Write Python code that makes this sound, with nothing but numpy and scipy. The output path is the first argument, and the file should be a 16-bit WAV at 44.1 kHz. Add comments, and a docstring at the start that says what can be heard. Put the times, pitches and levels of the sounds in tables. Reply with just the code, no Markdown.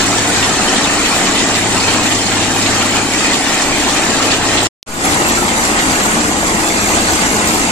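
"""A torrent of stones rattles through the steel troughs of a ballast cleaning machine on a railway line.
Countless impacts merge into a roar, coloured by the resonances of the steel, while large stones clink,
knock and crunch. Beneath it two diesels drone and a shaking screen thumps, each in harmonics of its cycle.
The machine is heard first from across the tracks; the sound breaks off for a moment, with one tick,
and swells back with a soft thud from close beside the digging chain."""
import sys
import numpy as np
from scipy import signal
from scipy.fft import rfft, irfft
from scipy.io import wavfile
from scipy.ndimage import uniform_filter1d

SR = 44100
rng = np.random.default_rng(int(sys.argv[2]) if len(sys.argv) > 2 else 0)


def inscribe(sig):
    """Save sig as 16-bit PCM at rate SR to the path in sys.argv[1].

    A 1-D sig is mono; a 2-D sig holds one channel per row.
    Samples are clipped to [-1, 1] before scaling.
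    """
    pcm = np.round(np.clip(np.atleast_2d(sig).T, -1, 1) * 32767)
    wavfile.write(sys.argv[1], SR, pcm.astype(np.int16))


N = 340011
TIME = np.arange(N) / SR

# Spectrum of stones on steel: (frequency [Hz], left density [dB/Hz], right density [dB/Hz])
FAR_SPECTRUM = [(26, -71, -80), (42, -51.5, -67.5), (55, -52.5, -63), (124, -52.5, -56), (165, -48, -52.5),
                (225, -47, -50), (280, -42.5, -50), (330, -44.5, -52), (387, -47.5, -46.5), (530, -50, -55),
                (780, -48.5, -48), (937, -50.5, -54.5), (1630, -52.5, -54), (1840, -51, -53.5),
                (2200, -55.5, -54.5), (2400, -52.5, -53.5), (3370, -54, -57.5), (5530, -56.5, -56),
                (14400, -64.5, -64)]
NEAR_SPECTRUM = [(26, -63, -72), (40, -44, -62), (55, -46, -61), (119, -49, -56.5), (233, -43, -45),
                 (318, -42.5, -50.5), (400, -47.5, -49), (550, -49, -51.5), (650, -48.5, -48),
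                 (764, -45, -47.5), (990, -48, -51), (1680, -50.5, -51.5), (1930, -51, -51.5),
                 (3230, -56.5, -55.5), (5630, -57, -59.5), (14000, -59.5, -54.5)]
# Likeness of the two channels: (frequency [Hz], coherence [0-1], phase lead of the left [rad])
FAR_COHERENCE = [(100, .96, -.1), (300, .94, -.35), (520, .8, -.1), (750, .88, .2), (1000, .62, 0),
                 (1250, .7, .1), (1600, .36, .1), (1900, .45, .3), (2800, .36, 1.9), (4400, .3, 1.1),
                 (6000, .08, 3)]
NEAR_COHERENCE = [(100, .95, 0), (330, .92, 0), (580, .76, .1), (950, .54, 1.2), (1500, .42, 2.3),
                  (2100, .25, 4.1), (3200, .1, 6), (4500, .2, 7.5), (5700, .32, 12), (7000, .25, 12.6),
                  (9000, .12, 15.5)]
# Resonance of the microphone ports: (frequency [Hz], left gain [dB], right gain [dB])
PORT_RESPONSE = [(5500, 0, 0.5), (6260, -0.5, 1.5), (7300, 6.5, 9), (8430, -2.5, 5), (8650, 3.5, -5),
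                 (8980, 3, -18), (9470, 1.5, -15), (10180, -27, -1), (11200, -7, -10),
                 (14000, -10.5, -14.5)]
def ballast_roar(spectrum, modes, coherence, flow, cracks, rings,
                 crack_share, ring_share, clump_db, level_db):
    """Source and filter: single stones stand out of the noise of thousands, and the steel colours both."""
    drive = np.sqrt(crack_share) * cracks + np.sqrt(1 - crack_share) * rng.standard_normal((2, N))
    frames = dict(fs=SR, nperseg=1024, noverlap=768)
    hz, t, wash = signal.stft(drive, **frames)
    ringing = signal.stft(rings, **frames)[2]
    ring_band = np.interp(hz, [500, 1100, 9000, 9900], [0, 1, 1, 0])[:, None]
    left, other = np.sqrt(1 - ring_share * ring_band) * wash + np.sqrt(ring_share) * ringing
    alike, lead = over_hz(coherence, hz)[:, :, None]
    right = (alike * left + np.sqrt(1 - alike ** 2) * other) * np.exp(-1j * lead)
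    # boom, clatter and spray each surge in their own range
    weights = ([.91, .5, .016, .15], [.33, .66, .52, .45], [.071, 0, .44, .57])
    ranges = np.array([np.interp(hz, [350, 503, 1600, 2600], w) for w in weights])
    swell = ranges.T @ np.array([np.interp(t, TIME, level) for level in flow])
    # each clump of stones has its own pitch, and the top treble flickers
    clump_depth = clump_db * np.interp(hz, [300, 1200, 8000, 10500], [.35, .9, .7, 6])
    clumps = flicker(clump_depth, left.shape, bins=6, frames=5)
    # narrow bands flicker, which makes the rattle coarse
    coarse_depth = 2.1 * np.interp(hz, [500, 1500, 6000, 8000], [0, 1, 1, .5])
    coarse = flicker(coarse_depth, left.shape, bins=2, frames=9)
    colour = over_hz(spectrum, hz) + over_hz(PORT_RESPONSE, hz)
    gain_db = colour[:, :, None] + trough_resonance(modes, hz, t) + swell + clumps + coarse + level_db
    roar = signal.istft(np.array([left, right]) * amp(gain_db), **frames)[1]
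    return np.sqrt(SR / 2) * roar[:, :N]


def stone_cracks(per_s, spread_db, t60_s, octaves=.55, sizes=18):
    """Shot noise of collisions: each size of stone cracks in its own band, and big ones ring longer."""
    t = np.arange(2048) / SR
    f = np.fft.rfftfreq(len(t), 1 / SR)
    centres = np.geomspace(500, 11000, sizes)
    bands = octave_bell(f, centres[:, None], octaves) + 1e-6
    bands /= np.sqrt((bands ** 2).sum(0))
    out = np.zeros((2, N))
    for hz, band in zip(centres, bands):
        strength = amp(spread_db * np.minimum(rng.exponential(1, N), 4))
        hits = unit(strength * impulses(per_s / sizes, N))
        decay = amp(-60 * t / (t60_s * np.sqrt(2000 / hz)))  # t60_s holds at 2 kHz
        crack = irfft(rfft(rng.standard_normal((2, len(t)))) * band) * decay
        crack *= np.sqrt(np.mean(band ** 2)) / np.linalg.norm(crack, axis=1, keepdims=True)
        out += signal.oaconvolve(hits[None], crack, axes=1)[:, :N]
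    return out


def pebble_rings(per_s=900, spread_db=1.2, nominal_t60_s=.06, span_hz=9000):
    """Damped free vibration: each hard stone rings at its own pitch, with a phase for each channel."""
    t = np.arange(3072) / SR
    out = np.zeros((2, N + len(t)))
    for when, pitch, size, sustain, left, right in rng.random((int(per_s * TIME[-1]), 6)):
        hz = 450 + span_hz * pitch ** 1.5
        weight = amp(spread_db * min(-np.log(1 - size), 2)) * pitch ** .25
        t60 = nominal_t60_s * (.5 + sustain) * (2000 / hz) ** .3
        decay = amp(-60 * t / t60) / np.sqrt(t60)
        phase = 2 * np.pi * (hz * t + np.array([[left], [right]]))
        start = int(when * N)
        out[:, start:start + len(t)] += weight * decay * np.sin(phase)
    return unit(out[:, :N]) * np.sqrt(span_hz / (SR / 2))


# Resonances of the steel troughs and chutes: (frequency [Hz], bandwidth [Hz], mean peak gain [dB])
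FAR_TROUGH_MODES = [(734, 120, 1.2), (1160, 260, 3.8), (1915, 200, 3.8), (2430, 280, 2.8), (3020, 220, 3.5),
                    (3580, 160, 2), (4230, 220, 3)]
NEAR_TROUGH_MODES = [(860, 42, 3.6), (1085, 110, 2.6), (1280, 60, 2), (1460, 100, 1.5), (1980, 270, 2.7),
                     (2730, 200, 2.3), (4690, 170, 3.5), (6230, 320, 4.2)]
def trough_resonance(modes, hz, t, shifts_per_s=12):
    """Lorentzian resonances, in dB: each shifts in pitch and strength as stones land in other places."""
    gain = np.zeros((len(hz), len(t)))
    for centre, width, db in modes:
        shift, strength = (np.interp(t, TIME, wander(shifts_per_s)) for _ in range(2))
        detune = hz[:, None] - centre - .4 * width * shift
        gain += db * (1 + .35 * strength) / (1 + (2 * detune / width) ** 2)
    return gain


# The chain tips a load or runs nearly empty: (time [s], duration [s], clatter [dB], spray [dB])
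CHAIN_LOADS = [(.25, .1, -2, 0.5), (0.635, 0.1, -1, 2.5), (1.17, 0.24, 1, 0), (1.62, 0.14, -2.5, 1.5),
               (1.84, 0.17, 1, -0.5), (2.06, .05, 0.5, 3), (2.2, 0.4, -2, -0.5), (2.545, 0.11, -3, 1),
               (2.745, 0.058, -1, 0), (2.907, .04, -1.5, 0), (2.967, 0.054, 3, 1.5), (3.07, 0.12, -4.5, 0),
               (3.42, 0.1, -3, -0.2), (3.538, .08, 0, 0), (3.692, 0.081, 2, -5.5), (4.23, 0.076, 2.5, -3),
               (4.407, 0.075, -2.5, -1.5), (4.578, 0.051, 4.5, -4.5), (5.208, 0.065, 1.5, -4),
               (5.74, 0.057, 0, -2.5), (5.92, 0.13, -0.5, 1.5), (6.404, 0.42, -0.5, -1),
               (7.134, 0.17, 0, 2.2)]
def stone_flow(boom_db, clatter_db, spray_db, surges_per_s=2.1):
    """Amplitude modulation: uneven flow varies the troughs' boom, the clatter and the grit spray, in dB."""
    levels = np.array([depth * wander(surges_per_s) for depth in (boom_db, clatter_db, spray_db)])
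    for s, length, clatter, spray in CHAIN_LOADS:
        levels[1:] += np.outer([clatter, spray], bump(s, length))
    return levels


# Large stones clinking against steel: (time [s], frequency [Hz], relative level [dB])
STONE_CLINKS = [(0.323, 3620, -23), (0.352, 4050, -23), (0.36, 4740, -27), (0.42, 3620, -28),
                (0.425, 2150, -21), (0.481, 1810, -22.1), (0.68, 3100, -19), (0.757, 3530, -17),
                (0.84, 3620, -19), (1.058, 3190, -19), (1.15, 3360, -25.0), (1.255, 4650, -23),
                (1.264, 2410, -21), (1.521, 2840, -22.4), (1.612, 2240, -21.6), (1.767, 4570, -26.2),
                (1.796, 4650, -19), (1.878, 1810, -19), (1.879, 4570, -20), (1.918, 4050, -23.7),
                (2.059, 2670, -21), (2.261, 4500, -24), (2.399, 2760, -22.7), (2.616, 4480, -25.8),
                (2.654, 4220, -21), (2.661, 2240, -20), (3.242, 2480, -16), (3.843, 3620, -21),
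                (3.886, 4220, -24.5), (3.89, 3700, -25.5), (4.308, 3450, -25), (4.311, 4570, -18),
                (4.523, 1980, -25.5), (4.562, 2500, -24), (4.58, 3360, -28), (5.554, 3790, -24),
                (5.583, 2070, -22.7), (5.786, 4390, -26.9), (6.137, 4130, -27.8), (6.694, 2070, -20),
                (6.767, 5000, -22), (7.231, 3010, -26), (7.653, 2150, -23.3)]
# Heavy stones knocking in the chain trough: (time [s], frequency [Hz], relative level [dB])
TROUGH_KNOCKS = [(0.627, 790, -18), (0.66, 790, -23), (1.105, 770, -19), (1.161, 870, -19),
                 (1.334, 830, -23), (1.492, 820, -17), (1.741, 760, -16), (1.873, 830, -16),
                 (1.992, 930, -20.2), (2.558, 860, -20), (2.853, 1070, -20.7), (2.95, 920, -20),
                 (3.939, 780, -19), (4.085, 760, -24), (4.198, 1190, -18), (4.263, 770, -21),
                 (4.352, 760, -24), (4.546, 800, -21), (4.626, 780, -20), (5.156, 830, -20.3),
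                 (5.322, 970, -24), (5.412, 846, -21), (5.574, 940, -19.5), (6.166, 830, -21),
                 (6.309, 810, -18), (6.427, 720, -17), (6.555, 780, -24), (6.637, 850, -19.1),
                 (6.898, 910, -17), (6.96, 760, -22), (7.116, 770, -19)]
def stone_strikes(strikes, level_db, width_hz, rise_s, t60_s, channels):
    """Impact excitation: a stone on steel rings a cluster of close modes, width_hz wide at 3 kHz."""
    t = np.arange(4096) / SR
    f = np.fft.rfftfreq(len(t), 1 / SR)
    envelope = (1 - np.exp(-t / rise_s)) * amp(-60 * t / t60_s)
    out = np.zeros((2, N + len(t)))
    for s, hz, db in strikes:
        phases = np.exp(2j * np.pi * rng.random((channels, len(f))))
        width = width_hz * np.sqrt(hz / 3000)
        modes = phases / (1 + (2 * (f - hz) / width) ** 2)
        ring = unit(irfft(modes) * envelope) / unit(envelope).max()
        start = int(s * SR)
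        out[:, start:start + len(t)] += amp(db + level_db) * ring
    return out[:, :N]


# Heaps tumbling onto steel: (time [s], decay time [s], centre frequency [Hz], level [dB])
TUMBLING_HEAPS = [(0, .014, 3200, -15), (.177, .014, 5500, -16), (.362, 0.024, 4600, -16.5),
                  (0.424, .035, 2500, -15), (0.673, 0.025, 3800, -21), (.757, 0.029, 3700, -20),
                  (.843, .02, 3700, -21), (1.048, .028, 2600, -19), (1.256, 0.033, 3000, -22),
                  (1.38, 0.038, 3700, -17), (1.539, 0.019, 3400, -13.5), (1.881, .025, 3000, -21),
                  (1.926, .02, 3000, -19), (2.105, 0.022, 2600, -16), (2.146, .02, 4500, -18),
                  (2.26, .02, 3700, -19), (2.316, .02, 2300, -17), (2.425, 0.038, 3100, -20),
                  (2.613, 0.018, 3600, -19), (2.659, .02, 3000, -18), (2.809, 0.026, 2500, -17),
                  (2.964, .025, 2700, -22), (3.134, 0.016, 4500, -20), (3.242, 0.027, 2300, -21),
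                  (3.331, 0.033, 3600, -18), (3.608, .03, 5500, -19), (3.886, 0.022, 3500, -18),
                  (3.961, .02, 3300, -17), (4.219, 0.027, 3500, -18), (4.305, .045, 2600, -18),
                  (4.318, .014, 4200, -13.5), (4.525, .022, 2000, -17.5), (4.568, .034, 3000, -15),
                  (5.122, .02, 3000, -17.5), (4.654, 0.028, 4500, -18.5), (5.286, 0.023, 3400, -20),
                  (5.351, .02, 5200, -19), (5.475, .035, 3400, -23), (5.636, 0.022, 5500, -15),
                  (5.788, .025, 3200, -18.5), (6.047, 0.018, 6000, -19), (6.201, 0.018, 4000, -19),
                  (6.595, 0.022, 4300, -23), (6.672, .025, 5800, -19), (6.949, 0.018, 6000, -19),
                  (7.132, 0.021, 4700, -20), (7.207, .03, 3600, -23), (7.472, .022, 5800, -16)]
def crunches(octaves=.6, hits_per_s=750, rise_s=.003, t60_s=.017, stones=4):
    """Superposed impacts: a few stones land together and chatter in a dying volley of dry cracks."""
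    t = np.arange(8192) / SR
    f = np.fft.rfftfreq(len(t), 1 / SR)
    ports = amp(over_hz(PORT_RESPONSE, f))
    out = np.zeros((2, N + len(t)))
    for s, decay_s, hz, db in TUMBLING_HEAPS:
        hits = impulses(hits_per_s / stones, (stones, len(t)))
        cracks = rng.standard_normal((2, stones, len(t))) * amp(-60 * t / t60_s)
        chatter = (rfft(hits) * rfft(cracks)).sum(1)
        volley = unit(irfft(chatter * octave_bell(f, hz, octaves) * ports))
        envelope = np.minimum(t / rise_s, 1) * np.exp(-(t / decay_s) ** 2 / 2)
        start = int(s * SR)
        out[:, start:start + len(t)] += amp(db) * volley * envelope
    return out[:, :N]


# Diesel harmonics: (order [multiple of the cycle], far relative level [dB], near relative level [dB])
DIESEL_HARMONICS = [(11, -39.5, -49), (12, -33, -35), (13, -34.5, -37), (14, -36.5, -35), (16, -35.5, -35),
                    (18, -32.5, -30.5), (19, -33.5, -34.5), (20, -35, -31.5)]
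# Screen harmonics: (order [multiple of the stroke], far relative level [dB], near relative level [dB])
SCREEN_HARMONICS = [(1, -38.5, -45), (3, -40, -37.5), (4, -47, -46), (5, -42, -37)]
# Beating of the firing tone as two diesels drift in and out of step: (time [s], relative level [dB])
FIRING_BEAT = [(0, 0.5), (.5, -1.5), (.8, -17), (1.02, -7.5), (1.25, -21), (1.52, -1), (1.75, -.5),
               (2.7, 0), (3.02, -1.5), (3.3, -14.5), (4.05, -11), (4.27, -5), (4.6, -0.5), (5.2, 2),
               (5.5, -5), (6.6, -4), (6.8, 5), (7.6, 5.5)]
CYCLE_HZ, STROKE_HZ, PUMP_HZ = 17.32, 16.2, 263.8
FAR, NEAR = 0, 1
def machinery(view, flow, waver, hunting, drone_db, firing_db, pump_db, pipe_db, throb_db):
    """Periodic forcing: diesels, pump and screen radiate tones that drift together as a governor hunts."""
    drift = hunting * wander(1.14)
    boom, clatter, _ = flow
    drone = sum(amp(db[view]) * tone(order * CYCLE_HZ, drift, waver) for order, *db in DIESEL_HARMONICS)
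    drone *= amp(drone_db + boom)
    drone += amp(pump_db) * tone(PUMP_HZ, drift, waver / 2)
    drone += amp(pipe_db) * tone(17 * CYCLE_HZ, drift, waver)
    thump = sum(amp(db[view]) * tone(order * STROKE_HZ, drift / 4, .38)
                for order, *db in SCREEN_HARMONICS)
    # a deep engine tone lies close to one of the screen's, and the two throb together
    thump += amp(throb_db) * tone(2.5 * CYCLE_HZ, drift / 4, .2)
    thump *= amp(clatter)
    beat_db = np.interp(TIME, *np.transpose(FIRING_BEAT))
    firing = amp(firing_db + beat_db) * tone(6 * CYCLE_HZ, drift, .048)
    return drone * amp([[1], [-1.1]]) + (thump + firing) * amp([[2.3], [-3.2]])


# Swelling drone tones: (peak time [s], duration [s], frequency [Hz], glide [Hz/s], relative level [dB])
DRONE_MOANS = [(.08, 0.53, 294, 0, -26), (.94, .28, 294.5, 0.5, -21), (3.848, .23, 293.5, -2, -24),
               (5.134, .09, 285, -120, -23), (5.207, .12, 305, 70, -27), (5.27, .11, 346, -0.5, -23),
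               (5.338, .08, 236, 1, -24), (5.51, 0.058, 238, -89.5, -21), (5.74, .1, 303, 151, -21),
               (5.841, 0.084, 312, -110, -20.5), (5.912, .11, 264, -0.5, -22),
               (6.165, .16, 228.4, 30, -23.5), (6.253, .1, 297, -110, -20.5), (6.51, 0.091, 309, 29, -27),
               (6.866, 0.16, 209, 0, -23.5), (7.109, 0.061, 324, 101, -20), (7.208, .09, 231.2, -41, -21),
               (7.317, .12, 210, 40, -22), (7.52, 0.11, 310, -90, -24)]
def moans(level_db, slide):
    """Amplitude and frequency modulation: tones of the drone swell and sink, gliding as they pass."""
    drift = slide * wander(4.65)
    sound = sum(amp(db) * bump(s, length) * tone(hz, drift + glide * (TIME - s) / hz, .22)
                for s, length, hz, glide, db in DRONE_MOANS)
    return amp(level_db) * sound * amp([[1], [-1.1]])


def sliding_tone(hz, level_db):
    """Random frequency modulation: close by, a tone of the drone slides up and down and flutters."""
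    return amp(level_db) * tone(hz, drift=.06 * wander(3.435), waver=.68) * amp([[1], [-1.1]])


def tick(at_s, level_db, hz, length_s):
    """A very short sine burst has a broad spectrum and is heard as a dry tick."""
    t = TIME - at_s
    gate = (t > 0) & (t < length_s)
    return amp(level_db) * np.sin(2 * np.pi * hz * t) * gate * amp([[1], [-1.5]])


def thud(at_s, level_db, rise_s, fall_s):
    """A smooth one-sided pulse holds mainly low frequencies and is heard as a soft thud."""
    t = np.maximum(TIME - at_s, 0)
    return -amp(level_db) * (1 - np.exp(-(t / rise_s) ** 2)) * np.exp(-(t / fall_s) ** 2)


def tone(hz, drift, waver):
    """Multipath fading: changing air paths blur the level and phase of a turning shaft's partial."""
    phase = 2 * np.pi * (hz * np.cumsum(1 + drift) / SR + rng.random())
    blur = 1 + waver * (wander(7.7) + 1j * wander(2.3))
    return unit((blur * np.exp(1j * phase)).real)


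def impulses(per_s, shape):
    """Poisson process: independent impulses of random sign."""
    return rng.choice([-1, 1], shape) * (rng.random(shape) < per_s / SR)


def wander(rate_hz, size=2048):
    """Low-pass noise of rms 1: smooth fluctuation up to about rate_hz."""
    f = np.fft.rfftfreq(size, TIME[-1] / size)
    slow = irfft(rfft(rng.standard_normal(size)) / (1 + (f / rate_hz) ** 4))
    return np.interp(TIME, np.linspace(0, TIME[-1], size), unit(slow))


def flicker(depth_db, shape, bins, frames):
    """Log-normal fluctuation: gain in dB, smooth in frequency and time, that preserves mean power."""
    field = rng.standard_normal(shape[::-1]).T
    for _ in range(2):
        field = uniform_filter1d(uniform_filter1d(field, bins, 0), frames, 1)
    depth = depth_db[:, None]
    return depth * unit(field) - depth ** 2 * np.log(10) / 20


def bump(s, length):
    """Gaussian pulse that peaks at s, with the given full width at half height."""
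    return .5 ** np.minimum((2 * (TIME - s) / length) ** 2, 60)


def octave_bell(f, centre, octaves):
    """Gaussian passband on a log-frequency axis."""
    return np.exp(-.5 * (np.log2((f + 1) / centre) / octaves) ** 2)


def over_hz(table, hz):
    """Log-frequency interpolation of a table's columns."""
    f, *columns = np.transpose(table)
    return np.array([np.interp(np.log(hz + 1), np.log(f + 1), c) for c in columns])


def amp(db):
    """Decibels to amplitude ratio."""
    return 10 ** (np.asarray(db) / 20)


def unit(x):
    """Normalisation to rms 1."""
    return x / np.sqrt(np.mean(x ** 2) + 1e-20)


def scene():
    """Superposition of stones and machinery: from afar, then, after a short silence, from close by."""
    break_s, return_s = 4.671, 4.861
    flow = stone_flow(boom_db=.4, clatter_db=.35, spray_db=.55)
    rings = pebble_rings()
    cracks = stone_cracks(per_s=1700, spread_db=1, t60_s=.032)
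    far = ballast_roar(FAR_SPECTRUM, FAR_TROUGH_MODES, FAR_COHERENCE, flow, cracks, rings,
                       crack_share=.34, ring_share=.22, clump_db=.9, level_db=-.39)
    far += machinery(FAR, flow, waver=.35, hunting=.0011,
                     drone_db=-1.5, firing_db=-29, pump_db=-31, pipe_db=-31, throb_db=-48.5)

    flow = stone_flow(boom_db=.4, clatter_db=.87, spray_db=-.54)
    rings = pebble_rings()
    cracks = stone_cracks(per_s=1900, spread_db=.5, t60_s=.022)
    near = ballast_roar(NEAR_SPECTRUM, NEAR_TROUGH_MODES, NEAR_COHERENCE, flow, cracks, rings,
                        crack_share=.3, ring_share=.2, clump_db=1, level_db=-1)
    near += machinery(NEAR, flow, waver=1, hunting=.0109,
                      drone_db=-2, firing_db=-42, pump_db=-37.5, pipe_db=-41, throb_db=-43)
    near += sliding_tone(hz=226, level_db=-33.5) + sliding_tone(hz=318, level_db=-32)

    events = stone_strikes(STONE_CLINKS, level_db=-1, width_hz=380, rise_s=.003, t60_s=.11, channels=2)
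    events += moans(level_db=-1.5, slide=.0079)
    events += stone_strikes(TROUGH_KNOCKS, level_db=-.5, width_hz=750, rise_s=.006, t60_s=.085,
                            channels=1)
    events += crunches()

    leaving = np.interp(TIME - break_s, [0, .001, .017], [1, .17, 0])
    returning = np.interp(TIME - return_s, [0, .02], [0, 1])
    returning *= amp(np.interp(TIME - return_s, [0, .2], [-14.5, 0]))
    mix = (far + events) * leaving + (near + events) * returning
    mix += tick(at_s=4.8291, level_db=-14.5, hz=4700, length_s=.00031)
    return mix + thud(at_s=return_s + .022, level_db=-27, rise_s=.008, fall_s=.1)


def record(dry):
    """Hard clipping at full scale, then a low-pass band limit."""
    lowpass = signal.firwin(511, 14280, window=("kaiser", 9), fs=SR)
    return signal.oaconvolve(np.clip(dry, -1, 1), lowpass[None], "same")


dry = scene()
out = record(dry)
inscribe(out)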